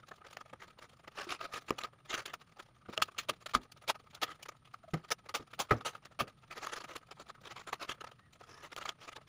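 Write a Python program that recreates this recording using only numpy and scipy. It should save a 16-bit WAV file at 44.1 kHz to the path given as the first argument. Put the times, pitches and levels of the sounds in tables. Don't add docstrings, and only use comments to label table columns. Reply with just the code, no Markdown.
import sys
import numpy as np
from scipy.fft import rfft, irfft, next_fast_len
from scipy.io import wavfile
from scipy.ndimage import uniform_filter1d

SR = 44100
rng = np.random.default_rng(int(sys.argv[2]) if len(sys.argv) > 2 else 0)


def write(x):
    x = np.atleast_2d(x).T
    wavfile.write(sys.argv[1], SR, np.round(np.clip(x, -1, 1) * 32767).astype(np.int16))


N = 409248

# frequency in Hz, relative level in dB.
SLIDING_SPECTRUM = [(50, -9), (200, -8.5), (380, 3), (950, 1), (2800, -4.5), (6000, -13), (15000, -20.5)]
CRUSHING_SPECTRUM = [(50, -17.5), (600, 2), (1800, -4), (3300, -3), (6000, -10.5), (15000, -13.5)]


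def amp(db):
    return 10 ** (np.asarray(db) / 20)


def unit(x):
    return x / np.sqrt(np.mean(x ** 2) + 1e-20)


def fade(t, t60):
    return np.exp(-np.log(1000) * t / t60)


def wobble(rate):
    knots = rng.standard_normal(int(N * rate / SR) + 2)
    return np.interp(np.arange(N) * rate / SR, np.arange(len(knots)), knots)


def add(track, s, sound):
    start = round(s * SR)
    part = sound[max(-start, 0):N - start]
    track[max(start, 0):][:len(part)] += part


def shaped(x, envelope):
    return unit(x * envelope) * np.sqrt(np.mean(envelope ** 2))


def coloured(x, spectrum, bright_db=0, uneven_db=0, body_hz=1, body_db=0, shelf_hz=2400, body_width=0.27):
    size = 2 * next_fast_len(len(x))
    log_hz = np.log(np.fft.rfftfreq(size, 1 / SR) + 1)
    hz, db = np.transpose(spectrum)
    tilt = bright_db * np.tanh(2 * (log_hz - np.log(shelf_hz))) / 2
    bumps = uneven_db * np.interp(log_hz, np.linspace(0, log_hz[-1], num=64), rng.normal(size=64))
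    body = body_db / (1 + ((log_hz - np.log(body_hz)) / body_width) ** 2)
    response_db = np.interp(log_hz, np.log(hz), db) + tilt + bumps + body
    cepstrum = irfft(np.log(amp(response_db)))[:size // 2]
    cepstrum[1:] *= 2
    return irfft(rfft(x, size) * np.exp(rfft(cepstrum, size)))[:len(x)]


def grains(t, rate, spread_db, sand_db, pebble_hz=3300, pebble_t60=0.014, ping_samples=300):
    when, pitch, weight = rng.random((3, int(rate * len(t) / SR) + 1, 1))
    age = np.arange(ping_samples)
    hz = pebble_hz * 2 ** (4 * pitch - 2)
    gain = amp(-spread_db * np.log(weight + 1 / 20)) * hz
    t60 = pebble_t60 * np.sqrt(pebble_hz / hz)
    pings = gain * np.sin(2 * np.pi * hz * age / SR) * fade(age / SR, t60)
    samples = (when * len(t)).astype(int) + age
    stones = np.bincount(samples.ravel(), pings.ravel(), minlength=len(t))[:len(t)]
    return unit(unit(stones) + amp(sand_db) * rng.standard_normal(len(t)))


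def crunch(level_db, rise, t60, bright_db, body_hz, t, body_db=5.0, touch=0.25, settle=1.133):
    collisions = grains(t, rate=1500, spread_db=4.0, sand_db=3.5)
    grit = coloured(collisions, CRUSHING_SPECTRUM, bright_db, uneven_db=2.5,
                    body_hz=body_hz, body_db=body_db)
    packed = np.clip(1 + t / max(rise, 1 / SR), 0, 1)
    load = (packed > 0) * (touch + (1 - touch) * packed ** 2)
    settling = fade((np.maximum(t, 0) / t60) ** settle, 0.97)
    return amp(level_db) * shaped(grit, load * settling)


def outdoor_air(rumble_db=-68.0, chirr_db=-81):
    # frequency in Hz, relative level in dB.
    rumble_spectrum = [(40, -6), (130, 8), (300, -8), (550, -15), (1700, -21.5), (4000, -24.5),
                       (15000, -49)]
    chirr_spectrum = [(7800, -34), (8600, 4), (9100, 12.5), (9700, -12), (10700, -3), (12000, -14)]
    rumble = unit(coloured(rng.standard_normal(N), rumble_spectrum)) * amp(rumble_db + 0.4 * wobble(14))
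    chirr = unit(coloured(rng.standard_normal(N), chirr_spectrum)) * amp(chirr_db)
    return rumble + chirr


def sand_trickle(work, calm_db=-73, stirred_db=-58, full_work_db=-44, window_s=0.18, count=320):
    out, t = np.zeros(N), np.arange(-SR // 80, SR // 25) / SR
    effort = np.sqrt(np.abs(uniform_filter1d(work ** 2, round(window_s * SR))))
    stirred = np.minimum(effort / amp(full_work_db), 1) ** 0.2
    for s in (np.arange(count) + rng.random(count)) * N / SR / count:
        db = calm_db + (stirred_db - calm_db) * stirred[int(s * SR)] + rng.normal(0, 4.5)
        clump = crunch(db, rise=0.01, t60=0.045, bright_db=rng.normal(-5, 5.7),
                       body_hz=650 * 2 ** rng.normal(), t=t)
        add(out, s + t[0], clump)
    return out


def sandal_scuffs(gain_db=-8, rise=0.0055, t60=0.031, bright_db=15, body_hz=1000):
    # start in seconds, relative peak in dB, relative treble in dB.
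    scuffs = [(0.082, -44.5, -13), (0.111, -36.5, -30), (0.263, -42, -17), (0.326, -41.5, -14),
              (0.366, -39.5, -19), (0.407, -40.5, -25), (0.529, -38, -30), (0.785, -44, -18),
              (1.074, -37, -26), (1.782, -29, -14.5), (2.255, -29, -9), (2.334, -30, -16),
              (2.596, -37, -22), (3.082, -40, -33), (3.459, -29.5, -10), (3.716, -39.5, -1),
              (4.145, -36.5, -3), (4.425, -34.5, -3), (4.454, -40, -16), (4.484, -33.5, -16.5),
              (4.737, -38.5, -24.5), (4.935, -29.5, -15), (5.288, -34.5, -10), (5.531, -38, -22),
              (5.806, -38, -21), (5.947, -37.5, -20.5), (6.05, -39.5, -12.5), (8.039, -35, -24),
              (8.112, -44, -18), (8.407, -42.5, -29)]
    out, t = np.zeros(N), np.arange(-SR // 40, SR // 6) / SR
    for s, peak_db, treble_db in scuffs:
        hz = body_hz * 2 ** rng.normal(0, 0.5)
        add(out, s + rise + t[0], crunch(peak_db + gain_db, rise, t60, treble_db + bright_db, hz, t))
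    return out


def stone_taps(gain_db=3, t60=0.012, ring_db=12):
    # start in seconds, relative level in dB, resonance in Hz.
    taps = [(.370, -38.5, 1500), (1.706, -30, 1700), (1.836, -35.5, 3500), (2.141, -31, 2800),
            (2.977, -25.5, 3200), (3.022, -23.5, 1200), (3.550, -23, 1250), (3.899, -23.5, 900),
            (6.670, -34.5, 1150), (8.764, -37, 3700), (8.892, -30.5, 3400)]
    out, t = np.zeros(N), np.arange(SR // 20) / SR
    for s, db, hz in taps:
        noise = rng.standard_normal(len(t))
        crack = coloured(noise, CRUSHING_SPECTRUM, uneven_db=3.0, body_hz=hz, body_db=ring_db)
        add(out, s, amp(db + gain_db) * shaped(crack, fade(t, t60)))
    return out


def thuds(attack=0.002, mode_ratio=2.7, overtone_db=-6, overtone_t60=0.04, spill_db=-27, spill_t60=0.3):
    # start in seconds, ring level in dB, pitch in Hz,
    # 60 dB decay time in seconds, crumbling earth relative to the ring in dB.
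    blows = [(.53, -52, 520, 0.076, 3), (1.268, -44.5, 351, 0.12, -11), (1.707, -10, 387, 0.01, -22),
             (1.712, -47, 525, 0.12, 6), (2.885, -47.5, 228, 0.09, 6.5), (2.977, -40.5, 637, 0.12, -6),
             (3.293, -54, 330, 0.12, 10), (3.547, -41, 44.6, 0.14, -2), (3.552, -42, 249, 0.17, 0.5),
             (4.934, -28, 159.4, 0.12, -5), (5.395, -47, 342, 0.095, 2.5), (5.709, -30.5, 112.3, 0.18, 5),
             (6.205, -44.5, 107, 0.16, 7)]
    # frequency in Hz, relative level in dB.
    earth_spectrum = [(30, -11.5), (100, 4), (450, 2), (900, -12), (2000, -20), (8000, -77.5)]
    out, t = np.zeros(N), np.arange(SR // 4) / SR
    onset = 1 - np.exp(-t / attack)
    for s, db, hz, t60, crumble_db in blows:
        phase = 2 * np.pi * hz * t
        overtone = amp(overtone_db) * np.sin(mode_ratio * phase) * fade(t, overtone_t60)
        ring = np.sqrt(2) * (np.sin(phase) + overtone) * fade(t, t60)
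        earth = shaped(coloured(rng.standard_normal(len(t)), earth_spectrum), fade(t, t60))
        collisions = grains(t, rate=510, spread_db=5.5, sand_db=-4.5)
        crumbs = amp(spill_db) * shaped(coloured(collisions, SLIDING_SPECTRUM), fade(t, spill_t60))
        add(out, s, amp(db) * (ring + amp(crumble_db) * (earth + crumbs)) * onset)
    return out


def rub(db, length, t, steepness=7, drag_db=-19, drag_stretch=2.0, firm_db=-52, bright_per_db=0.18):
    collisions = grains(t, rate=1300, spread_db=3, sand_db=2)
    grit = coloured(collisions, SLIDING_SPECTRUM, bright_db=bright_per_db * (db - firm_db), uneven_db=3.0)
    press, drag = (1 / np.sqrt(1 + np.abs(2 * t / span) ** steepness)
                   for span in (length, drag_stretch * length))
    return amp(db) * shaped(grit, np.maximum(press, amp(drag_db) * drag))


def board_strokes(gain_db=-1, judder_db=3.8):
    # midpoint in seconds, relative level in dB, length in seconds.
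    strokes = [(.624, -54.5, 0.033), (.835, -61.5, 0.039), (1.207, -45.5, 0.056), (1.321, -43.5, 0.05),
               (1.433, -47.5, 0.049), (1.558, -45.5, 0.05), (1.69, -45.5, 0.016), (1.813, -49, 0.015),
               (1.847, -46, 0.026), (2.109, -41.5, 0.022), (2.143, -37.5, 0.027), (2.193, -44, 0.036),
               (2.29, -50, 0.031), (2.936, -51.5, .02), (4.3, -53.5, 0.056), (6.522, -51, 0.022),
               (6.578, -48.5, 0.033), (6.633, -45, 0.033), (6.683, -44.5, 0.03), (6.733, -44, 0.025),
               (6.771, -45, 0.02), (6.813, -43.5, 0.013), (6.846, -48, 0.012), (6.91, -49.5, 0.043),
               (6.962, -44.5, 0.014), (7.12, -48, 0.014), (7.209, -51, .028), (7.298, -48.5, 0.015),
               (7.463, -55.5, 0.038), (7.519, -49.5, 0.023), (7.571, -48.5, 0.021), (7.607, -49.5, .02),
               (7.686, -46, 0.023), (7.735, -40.5, 0.014), (7.827, -43, 0.031), (7.907, -40, 0.029),
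               (8.015, -48, 0.011), (8.074, -51.5, 0.012), (8.549, -58.5, 0.12), (8.651, -49, 0.035),
               (8.726, -51.5, 0.015), (8.781, -45.5, 0.013), (8.822, -45.5, 0.017), (8.861, -41, 0.0093),
               (8.894, -46, .026), (9.028, -53, 0.037), (9.086, -47.5, 0.015), (9.128, -51, 0.012),
               (9.167, -47, 0.011)]
    out, t = np.zeros(N), np.arange(-SR // 7, SR // 7) / SR
    for s, db, length in strokes:
        add(out, s + t[0], rub(db, length, t))
    return out * amp(gain_db + judder_db * wobble(160))


def distant_whines(octave_db=-22, waver=0.028, roughness=0.61, octave_drop_s=0.15):
    # start in seconds, length in seconds, top of the pitch arch in Hz, level in dB.
    calls = [(1.484, .04, 670, -59), (4.838, 0.018, 685, -53.5), (4.878, 0.019, 650, -52),
             (8.194, 0.11, 1880, -75), (8.516, 0.12, 1780, -65)]
    out = np.zeros(N)
    for s, length, top_hz, db in calls:
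        progress = np.linspace(0, 1, round(length * SR))
        arch = 0.5 ** (((progress - 0.5) * length / octave_drop_s) ** 2)
        hz = top_hz * arch * (1 + waver * wobble(160)[:len(progress)])
        phase = 2 * np.pi * np.cumsum(hz) / SR
        swell = 2 * np.sqrt(progress * (1 - progress))
        flutter = 1 + roughness * wobble(294)[:len(progress)]
        tone = np.sin(phase) + amp(octave_db) * np.sin(2 * phase)
        add(out, s, amp(db) * swell * flutter * tone)
    return out


def spade_bites(gain_db=-1.0):
    # peak time in seconds, relative level in dB, rise in seconds,
    # decay time in seconds, treble tilt in dB, body resonance in Hz.
    bites = [(3.023, -22.5, 0.0051, 0.038, 5.5, 2900), (3.187, -32, 0.0071, 0.073, 5, 2070),
             (3.297, -27.5, 0.011, 0.037, -1, 3000), (3.552, -27.5, 0.016, 0.045, 1.5, 1100),
             (3.901, -26.5, 0.023, 0.04, 3.5, 810), (4.234, -28, 0.018, 0.048, 0, 483),
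             (5.121, -26, 0.016, 0.035, 3.5, 560), (5.351, -29.5, 0.01, 0.074, 4.5, 716),
             (5.602, -28, 0.011, 0.082, 3, 900), (5.711, -24.5, 0.0039, 0.063, -12.5, 1500),
             (5.863, -32.5, 0.014, 0.11, 1.5, 800), (6.206, -29.5, 0.016, 0.063, -0.5, 595)]
    out, t = np.zeros(N), np.arange(-SR // 24, SR // 6) / SR
    for s, db, rise, t60, bright_db, body_hz in bites:
        add(out, s + t[0], crunch(db + gain_db, rise, t60, bright_db, body_hz, t))
    return out


def scene():
    work = board_strokes() + sandal_scuffs() + spade_bites()
    return (work + stone_taps() + thuds() + sand_trickle(work) + distant_whines() + outdoor_air())[None]


def record(dry):
    # frequency in Hz, gain in dB.
    response = [(1020, 0.5), (1150, 5.5), (1255, 12), (1430, 3), (7300, -0.5), (8100, -11), (9600, -4),
                (11000, -7), (13500, -20.5), (14800, 1.5), (15500, -7)]
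    cutoff_hz, transition_hz = 15650, 600
    size = next_fast_len(N + SR)
    spectrum = rfft(coloured(dry[0], response), size)
    passband = np.clip(0.5 + (cutoff_hz - np.fft.rfftfreq(size, 1 / SR)) / transition_hz, 0, 1)
    return irfft(spectrum * passband, size)[None, :N]


dry = scene()
out = record(dry)
write(out)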